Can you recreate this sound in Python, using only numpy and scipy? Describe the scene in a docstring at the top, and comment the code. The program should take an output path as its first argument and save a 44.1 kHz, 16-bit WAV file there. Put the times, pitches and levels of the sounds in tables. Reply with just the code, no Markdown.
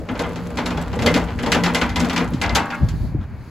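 """Roof cutter wheeled over grit

A steel roof cutter, engine off, rolls over a gritty roof: stones crunch, the tyres drum through the hood and
loose parts clatter at every bump. It is set down with a clank that leaves the tube frame ringing, and grit
scrapes as it settles. Wind rumbles on the close microphone over a distant town."""
import sys
import numpy as np
from scipy import signal
from scipy.fft import rfft, irfft, next_fast_len
from scipy.io import wavfile
from scipy.ndimage import map_coordinates

SR = 44100
rng = np.random.default_rng(int(sys.argv[2]) if len(sys.argv) > 2 else 0)


def digitize_waveform(pressure):
    """Quantize a signal to 16-bit integers and store it at the path in sys.argv[1].

    Rows of a 2-D input are taken as channels; values are limited to [-1, 1].
    """
    field = np.atleast_2d(pressure).T
    bounded = np.clip(field, -1, 1)
    quanta = np.round(bounded * 32767).astype(np.int16)
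    wavfile.write(sys.argv[1], SR, quanta)


N = 154350


def amp(db):
    return 10 ** (np.asarray(db) / 20)

def unit(x):
    return x / np.sqrt(np.mean(x ** 2) + 1e-20)

def along(points, hz):
    """Interpolate (Hz, value) points on a log axis."""
    f, v = np.transpose(points)
    return np.interp(np.log(hz + 1), np.log(f + 1), v)

def around(hz, centre_hz, octaves):
    """Bell-shaped gain on a log axis."""
    return np.exp(-.5 * (np.log2((hz + 1) / centre_hz) / octaves) ** 2)

def curve(rows):
    """One value per sample from (s, value) rows."""
    return np.interp(np.arange(N) / SR, *np.transpose(rows))

def swell(centre_s, sigma_s):
    return np.exp(-.5 * ((np.arange(N) / SR - centre_s) / sigma_s) ** 2)

def wobble(rate):
    """Smooth random curve, rate knots a second."""
    return map_coordinates(rng.standard_normal(int(N * rate / SR) + 4), [np.arange(N) * rate / SR])

def filtered(x, response):
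    n = x.shape[-1]
    padded = next_fast_len(n + 8192)
    return irfft(rfft(x, padded) * response(np.fft.rfftfreq(padded, 1 / SR)), padded)[..., :n]

def colour(spectrum):
    return lambda hz: amp(along(spectrum, hz))

def resonances(table):
    """Response of (Hz, width Hz, dB) band-passes of alternating sign."""
    return lambda f: sum((-1) ** k * amp(db) * 1j * f * width / (hz * hz - f * f + 1j * f * width)
                         for k, (hz, width, db) in enumerate(table))

def noise(spectrum):
    """Two independent coloured noises, rms 1: direct and diffuse."""
    return unit(filtered(rng.standard_normal((2, N)), colour(spectrum)))

def impacts(per_s, skew_db, response):
    """Tiny random impacts through a response, rms 1; skew_db makes a few larger (+) or smaller (-)."""
    size = amp(skew_db * np.minimum(rng.exponential(size=N), 5))
    hits = (rng.random(N) < per_s / SR) * size * rng.standard_normal((2, N))
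    return unit(filtered(hits, response))

def ring(modes, t, scatter_db):
    """Damped modes, with new strengths and phases at each strike."""
    hz, db, t60 = np.transpose(modes)
    waves = np.exp((2j * np.pi * hz - np.log(1000) / t60)[:, None] * t) * (1 - np.exp(-t / 0.002))
    def strike(share=1):
        gain = share * amp(db + scatter_db * rng.standard_normal((2, len(hz))))
        phase = np.exp(2j * np.pi * rng.random((2, len(hz))))
        return ((gain * phase) @ waves).real
    return strike

def add(out, s, sound):
    i = max(0, round(s * SR))
    out[:, i:i + sound.shape[-1]] += sound[..., :N - i]


# town wash (frequency [Hz], density [dB])
TOWN_SPECTRUM = [(88, -83), (150, -10.5), (189, -9.5), (535, -23.5), (1030, -22.5), (1110, -25),
                 (2360, -30.5), (2650, -37), (4810, -61), (14200, -79), (15000, -70)]
# hiss (time [s], level [dB])
HISS_LEVEL = [(0, -62), (.3, -55.5), (2.8, -55.5), (3.06, -52), (3.16, -65.5), (3.32, -64.5), (3.5, -57)]
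# hiss (frequency [Hz], density [dB])
HISS_SPECTRUM = [(1500, -17), (3500, -4.5), (4500, 3), (5500, -7), (6600, -6), (8000, -12), (11500, -8.5),
                 (16000, -15)]

def town():
    """Steady wash of a distant town, with a thin hiss."""
    return amp(-43.5) * noise(TOWN_SPECTRUM) + amp(curve(HISS_LEVEL)) * noise(HISS_SPECTRUM)


# gusts (time [s], level [dB])
WIND_LEVEL = [(0, -28.5), (.08, -39.5), (.2, -29), (.45, -33), (.7, -33.5), (1, -23.5), (1.2, -31),
              (1.45, -26.5), (1.8, -32.5), (1.95, -26.5), (2.15, -35.5), (2.35, -24.5), (2.57, -26),
              (2.73, -43), (2.82, -23.5), (2.95, -22.5), (3.15, -23), (3.38, -30.5), (3.46, -36)]
# rumble (frequency [Hz], density [dB])
WIND_SPECTRUM = [(20, -28), (35, -16.5), (50, -3), (66, -1), (100, -4), (150, -11.5), (250, -18.5),
                 (400, -35.5), (800, -38), (3000, -90)]

def wind(buffet_db=2.2, buffets_per_s=24):
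    """Gusts buffet the microphone."""
    return amp(curve(WIND_LEVEL) + buffet_db * wobble(buffets_per_s)) * noise(WIND_SPECTRUM)


# dull bumps (time [s], level [dB], pitch [Hz])
THUMPS = [(.108, -18, 110), (1.058, -10, 85), (1.356, -12, 62), (2.322, -18, 150), (2.341, -14, 130),
          (2.806, -17, 110), (2.885, -15, 70), (2.936, -17, 125), (3.146, -9.5, 135), (3.472, -29, 140)]

def thumps(t60_s=.11, slap_db=1, highpass_hz=43.7):
    """Bumps close to the microphone: a few low cycles under a soft slap."""
    out, t = np.zeros((2, N)), np.arange(SR // 4) / SR
    attack = 1 - np.exp(-(t / 0.0025) ** 2)
    for s, db, hz in THUMPS:
        boom = np.sin(2 * np.pi * hz * t) * np.exp(-np.log(1000) * t / t60_s)
        slap = np.sin(2 * np.pi * 2.18 * hz * t) * np.exp(-t / 0.0058)
        add(out[:1], s, amp(db) * (boom + amp(slap_db) * slap) * attack)  # direct part only
    return filtered(out, lambda f: (1j * f / (highpass_hz + 1j * f)) ** 2)


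# grit scrapes (centre [s], sigma [s], level [dB])
SCUFFS = [(2.753, 0.097, -41), (3.226, 0.017, -44)]
# scraped grit (frequency [Hz], density [dB])
SCUFF_SPECTRUM = [(300, -21), (900, 9), (1400, 7), (2400, -11), (3300, -7), (8000, -27), (16000, -30)]

def scrapes():
    """Grit scrapes in short swells: a long one as the machine settles, a brief one later."""
    scrape = impacts(per_s=3100, skew_db=1, response=colour(SCUFF_SPECTRUM))
    return scrape * sum(amp(db) * swell(s, sigma_s) for s, sigma_s, db in SCUFFS)


# breaking stones (time [s], level [dB], centre [Hz])
STONE_CRACKS = [(0.6576, -33, 4840), (1.0335, -38, 4500), (1.4414, -34, 5500), (1.7863, -29, 5000),
                (2.002, -23.5, 5900), (2.131, -40, 12100), (2.1784, -25, 5400), (2.3047, -44, 12000),
                (2.4365, -28, 4800), (2.462, -28, 4440), (2.494, -25, 4300)]

def cracks(width_octaves=0.4, decay_s=0.0035):
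    """Larger stones break under a wheel with a dry click."""
    out, t = np.zeros((2, N)), np.arange(SR // 20) / SR
    for s, db, hz in STONE_CRACKS:
        burst = unit(filtered(rng.standard_normal((2, len(t))), lambda f: around(f, hz, width_octaves)))
        add(out, s, amp(db) * burst * np.exp(-t / decay_s))
    return out


# grit under the tyres (time [s], relative level [dB])
GRIT_LEVEL = [(0.0, -48), (0.1, -48.5), (0.22, -37), (0.58, -43), (0.78, -37), (1.2, -36), (1.43, -38.5),
              (1.64, -37.5), (2.08, -31.5), (2.23, -37.5), (2.46, -40.5), (2.6, -31.5), (2.87, -47.5),
              (2.95, -61)]
# fine grains (frequency [Hz], density [dB])
CRUNCH_SPECTRUM = [(200, -47), (500, 9.5), (1000, 9), (2000, 2), (4000, -8.5), (8000, -20.5),
                   (12000, -43.5), (16000, -64)]
# small stones (frequency [Hz], density [dB])
SNAP_SPECTRUM = [(500, -33), (1500, 6), (4000, -1.5), (8000, 1.5), (12000, -7), (16000, -21)]

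def grit(snaps_per_s=40, snap_db=-12.5, snap_spread_db=12, snap_decay_s=0.004):
    """Fine grains crunch under the tyres; small stones snap in broad bursts."""
    crunch = impacts(per_s=1700, skew_db=-1.5, response=colour(CRUNCH_SPECTRUM))
    hits = (rng.random(N) < snaps_per_s / SR) * amp(snap_spread_db * rng.random(N))
    bursts = signal.lfilter([1], [1, -np.exp(-1 / (snap_decay_s * SR))], hits)
    snaps = unit(bursts * noise(SNAP_SPECTRUM))
    level_db = curve(GRIT_LEVEL) - 1 + 2.2 * wobble(30.15)
    return amp(level_db) * (crunch + amp(snap_db) * snaps)


def drumming(modes, waver_db=2.3, wander_widths=0.7):
    """Resonances kept ringing by the wheels, each wavering in level and pitch."""
    out = np.zeros((2, N))
    for hz, width, db in modes:
        drift = np.sqrt(2 * np.pi * wander_widths * width / SR) * rng.standard_normal((2, N))
        phase = np.cumsum(2 * np.pi * hz / SR + drift, axis=1)
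        out += amp(db + waver_db * wobble(2 * width)) * np.sin(phase)
    return unit(out)


# relative rolling levels (time [s], chassis [dB], tyres [dB], hood [dB])
ROLL_LEVELS = [(0.0, -39, -26, -23), (0.075, -41, -48, -41), (0.12, -31, -20.5, -30), (0.15, -56, -35, -32),
               (0.21, -36, -28.5, -24.5), (0.44, -28, -36.5, -36), (0.57, -38.5, -31.5, -30.5),
               (0.59, -30.5, -23, -26), (0.82, -27, -32.5, -39), (0.89, -42.5, -39, -36.5),
               (1.08, -26, -18.5, -17), (1.125, -21, -23, -22.5), (1.165, -22, -15, -20),
               (1.26, -26, -38.5, -33.5), (1.34, -43, -33.5, -39.5), (1.41, -31, -33, -32),
               (1.49, -30, -19, -27), (1.55, -24, -28.5, -20), (1.66, -19, -23, -32.5),
               (1.75, -33.5, -31, -25), (1.85, -32, -22, -33), (1.93, -36, -34, -41.5),
               (2.03, -22, -16.5, -25.5), (2.12, -29.5, -30.5, -35), (2.22, -22.5, -18, -27),
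               (2.29, -39, -41, -39), (2.34, -23, -26, -34), (2.39, -46, -34, -42), (2.43, -33, -28, -29),
               (2.86, -39, -39.5, -52), (2.9, -42.5, -48, -51)]
# resonances driven by rolling (frequency [Hz], width [Hz], gain [dB])
CHASSIS_MODES = [(172.9, 8.6, 0)]
TYRE_MODES = [(239, 12, 0), (252, 14, -5), (288, 20, -7), (312, 20, -10)]
HOOD_DRONE_MODES = [(378, 14.4, -6), (469, 18.7, 1.5), (509.5, 21, -2.5), (592, 24.3, -3.5),
                    (808, 13, -11.5)]

def rolling(chassis_db=1, tyre_db=0.5, hood_db=-2):
    """Stones under the wheels drum through chassis, tyres and hood, fading with the grit at the end."""
    chassis, tyre, hood = (curve(np.array(ROLL_LEVELS)[:, [0, column]]) for column in (1, 2, 3))
    boom = amp(chassis + chassis_db) * drumming(CHASSIS_MODES)
    drum = amp(tyre + tyre_db) * drumming(TYRE_MODES)
    drone = amp(hood + hood_db) * impacts(per_s=300, skew_db=0.5, response=resonances(HOOD_DRONE_MODES))
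    fade = curve([(2.75, 0.86), (2.95, 0.22)])
    return fade * (boom + drum + drone + grit())


# frame resonances (frequency [Hz], width [Hz], gain [dB])
CREAK_MODES = [(1118, 32, 5), (1425, 42, 6.5), (1630, 33, 5), (2160, 105, 1), (2560, 170, -7.5)]

def creak():
    """Quick slips in a joint drive the frame as it settles."""
    slips = impacts(per_s=1300, skew_db=2.0, response=resonances(CREAK_MODES))
    return amp(-24) * swell(centre_s=2.741, sigma_s=0.011) * slips


# tube frame (frequency [Hz], gain [dB], t60 [s])
TUBE_MODES = [(463, -1, .4), (590, -1, .85), (802, 3.5, .45), (903, 1.5, .55), (955, -4, .4),
              (1098, -6, .6), (1128, -1, .85), (1273, -1, .45), (1416, -4, .7), (1470, -3, .6),
              (1561, -7, .85), (1653, -5, 1), (1846, -12, .85), (2008, -5, .5), (2135, -5, .5),
              (2654, -4, .35), (2869, -8, .4)]
# touch, land, settle (time [s], level [dB])
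LANDINGS = [(2.418, -34), (2.558, -28.5), (2.71, -41)]

def landing():
    """The tube frame rings on after the machine is set down."""
    out, strike = np.zeros((2, N)), ring(TUBE_MODES, np.arange(SR) / SR, scatter_db=4)
    for s, db in LANDINGS:
        add(out, s, amp(db) * strike())
    return out


# sheet steel of the hood (frequency [Hz], gain [dB], t60 [s])
HOOD_MODES = [(800, -5, .25), (907, -5, .25), (1127, -6, .25), (1190, -7, .25), (1303, -6, .2),
              (1484, -3, .24), (1553, -10, .2), (1813, -10, .2), (2010, -6, .22), (2060, 1, .22),
              (2143, -4, .18), (2304, -7, .2), (2607, -5, .14), (2807, -2, .16), (2945, -6, .14),
              (3085, -7, .14), (3255, -3, .12), (3373, -5, .16), (3921, -6, .11), (4690, -11, .1),
              (5420, -8, .09), (6400, -11, .09)]
# hard knocks (time [s], level [dB], centre [Hz])
CLANGS = [(1.066, -18.5, 3140), (1.072, -19.5, 2080), (1.521, -17, 2750), (1.748, -21.5, 2060),
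          (1.814, -31, 2050), (1.815, -20.5, 1450), (1.893, -30.5, 2050), (1.96, -25.5, 2030),
          (2.416, -20, 2230), (2.496, -28.5, 2120)]

def clangs(width_octaves=0.11):
    """Where a hard knock lands decides which modes of the hood sing out."""
    out, strike = np.zeros((2, N)), ring(HOOD_MODES, np.arange(SR // 2) / SR, scatter_db=2)
    mode_hz = np.array(HOOD_MODES)[:, 0]
    for s, db, hz in CLANGS:
        add(out, s, amp(db) * strike(around(mode_hz, hz, width_octaves)))
    return out


# loose steel (frequency [Hz], density [dB])
STEEL_SPECTRUM = [(100, -26), (170, -2), (260, 4), (400, 2), (600, 5), (1100, 5.5), (1700, 2), (2200, 2),
                  (3500, 2), (5500, -0.5), (8000, -5), (12000, -12), (16000, -25)]

def steel_bands(centres_hz, spacing_hz=20, depth_db=3.2):
    """Noise with the crowded peaks and dips of loose steel, split into bands."""
    smooth = noise(STEEL_SPECTRUM)
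    peaks_db = depth_db * np.clip(rng.standard_normal(4096), -2, 2)
    peaks_hz = spacing_hz * np.arange(len(peaks_db))
    steel = unit(filtered(smooth, lambda hz: amp(np.interp(hz, peaks_hz, peaks_db))))
    return np.array([filtered(steel, lambda hz: np.interp(np.log(hz + 1), np.log(centres_hz), band))
                     for band in np.eye(len(centres_hz))])


# bumps (time [s], strength [dB], bass offset [dB], treble offset [dB])
KNOCKS = [(0.0874, -18, 12, -32), (0.153, -23, 6, -25), (0.192, -18, 12.5, -9), (0.2354, -17, 3, -44),
          (0.358, -27, 13, -9.5), (0.5, -32.5, 21, -33), (0.5716, -18.5, 8.5, -11),
          (0.5854, -15.5, 8.5, -20), (0.6595, -19, 9.5, -5.5), (0.7054, -21, 13, -13),
          (0.7727, -22.5, 14.5, -14), (0.929, -23.5, 15.5, -20), (0.9896, -17.5, 2, -18),
          (1.0211, -18.5, 10, -7.5), (1.061, -7.5, -1, -9), (1.0774, -21, -4, -28), (1.1404, -9, -22, -11),
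          (1.1617, -16.5, 15, -9), (1.2835, -21.5, 7, -34), (1.3886, -16.5, -13, -22),
          (1.4318, -20, 11.5, -15.5), (1.4612, -16.5, 12, -12.5), (1.5182, -4.5, -12, -9.5),
          (1.546, -17, 17, -7), (1.6364, -10.5, 0, -9.5), (1.6594, -10, 6.5, -16.5), (1.7465, -9.5, 3, -7),
          (1.8133, -8.5, 1.5, -16.5), (1.8922, -21, -18, -12.5), (1.9589, -13, 4, -9.5),
          (2.0017, -15.5, -3, -10.5), (2.046, -21, 15.5, -9), (2.0963, -12.5, -4, -14.5),
          (2.1297, -23.5, 13, -5.5), (2.1613, -10, -4, -14.5), (2.1767, -12, 1, -16.5),
          (2.2044, -20, 14, -19), (2.3356, -29.5, -9, -6), (2.4144, -13, -7, -7), (2.4374, -10, 3, -32),
          (2.4972, -18, 10, -20.5), (2.5495, -22, 20, 8), (2.5536, -7.5, 2, -8), (2.558, -12, -7, -4),
          (2.7028, -18, -1, -21), (2.8865, -30.5, 1, -0.5)]
# ring of loose parts before set-down (frequency [Hz], t60 [s])
STEEL_T60 = [(150, 0.65), (500, 0.2), (1200, 0.49), (2500, 0.19), (5000, 0.21), (12000, 0.14)]
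# first contact (frequency [Hz], level over the ring [dB])
CONTACT_SPECTRUM = [(500, -20), (1200, -14), (2500, -0.5), (5000, 7.5), (12000, -1.5)]

def clatter(steel_db=-5.5, hood_db=-24, contact_t60_s=0.068, grounded_s=2.54):
    """Each bump cracks, then rings loose parts and hood; the bass builds and dies more slowly."""
    out, t = np.zeros((2, N)), np.arange(SR // 2) / SR
    centres_hz = np.geomspace(125, 16000, 8)
    bands = steel_bands(centres_hz)
    bass = along([(600, 1), (1600, 0.016)], centres_hz)
    treble = along([(2500, 0.12), (6500, 1.0)], centres_hz)
    rise_s = 0.00029 + 0.0053 * bass
    attack = 1 - np.exp(-t / rise_s[:, None])
    decay = np.exp(-np.log(1000) * t / along(STEEL_T60, centres_hz)[:, None])
    contact = amp(along(CONTACT_SPECTRUM, centres_hz))[:, None] * np.exp(-np.log(1000) * t / contact_t60_s)
    power, strike_hood = np.zeros((len(centres_hz), N)), ring(HOOD_MODES, t, scatter_db=4)
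    for s, db, bass_db, treble_db in KNOCKS:
        damping = 1.18 if s > grounded_s else 1  # faster decay with the weight on the roof
        envelope = attack * np.hypot(decay ** damping, contact)
        gain = amp(db + bass_db * bass + treble_db * treble)
        add(power, s, (gain[:, None] * envelope) ** 2)
        add(out, s, amp(db + hood_db) * strike_hood())
    return out + amp(steel_db) * np.einsum('bcn,bn->cn', bands, np.sqrt(power))


# left-right likeness (frequency [Hz], correlation [ratio])
CORRELATION = [(50, 0.8), (250, 0.95), (1500, 0.93), (4000, 0.86), (5600, 0.25), (7000, 0.94), (15000, 1)]

def scene():
    """All sources are nearly central; a small diffuse part sets the sides apart."""
    def spread(hz):
        angle = np.arccos(np.clip(along(CORRELATION, hz), -1, 1)) / 2
        return np.array([np.cos(angle), np.sin(angle)])
    cutter = clatter() + clangs() + landing() + creak() + rolling() + cracks()
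    mid, side = filtered(cutter + scrapes() + thumps() + wind() + town(), spread)
    return np.array([mid + side, mid - side])


# stereo treble phase twist (frequency [Hz], left behind right [turns])
TREBLE_TWIST = [(0, 0), (7300, 0), (8000, .17), (8600, .48), (9500, .52), (10500, 1), (11800, 1),
                (12800, 1.47), (13800, 1.53), (14700, 2)]
# balance (frequency [Hz], left over right [dB])
BALANCE = [(60, 0.7), (150, 0.4), (600, 2.5), (1300, -0.4), (3200, 2.5), (5000, 1.3), (15000, -0.5)]

def record(dry):
    """Balance and band limit; left and right turn opposite near 9 and 13 kHz, widening the highs."""
    def response(hz, top_hz=15850):
        twist = np.exp(-2j * np.pi * np.interp(hz, *np.transpose(TREBLE_TWIST)))
        lean = amp(along(BALANCE, hz) / 2)
        return np.array([twist * lean, 1 / lean]) * (hz < top_hz)
    return filtered(dry, response)


dry = scene()
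out = record(dry)
digitize_waveform(out)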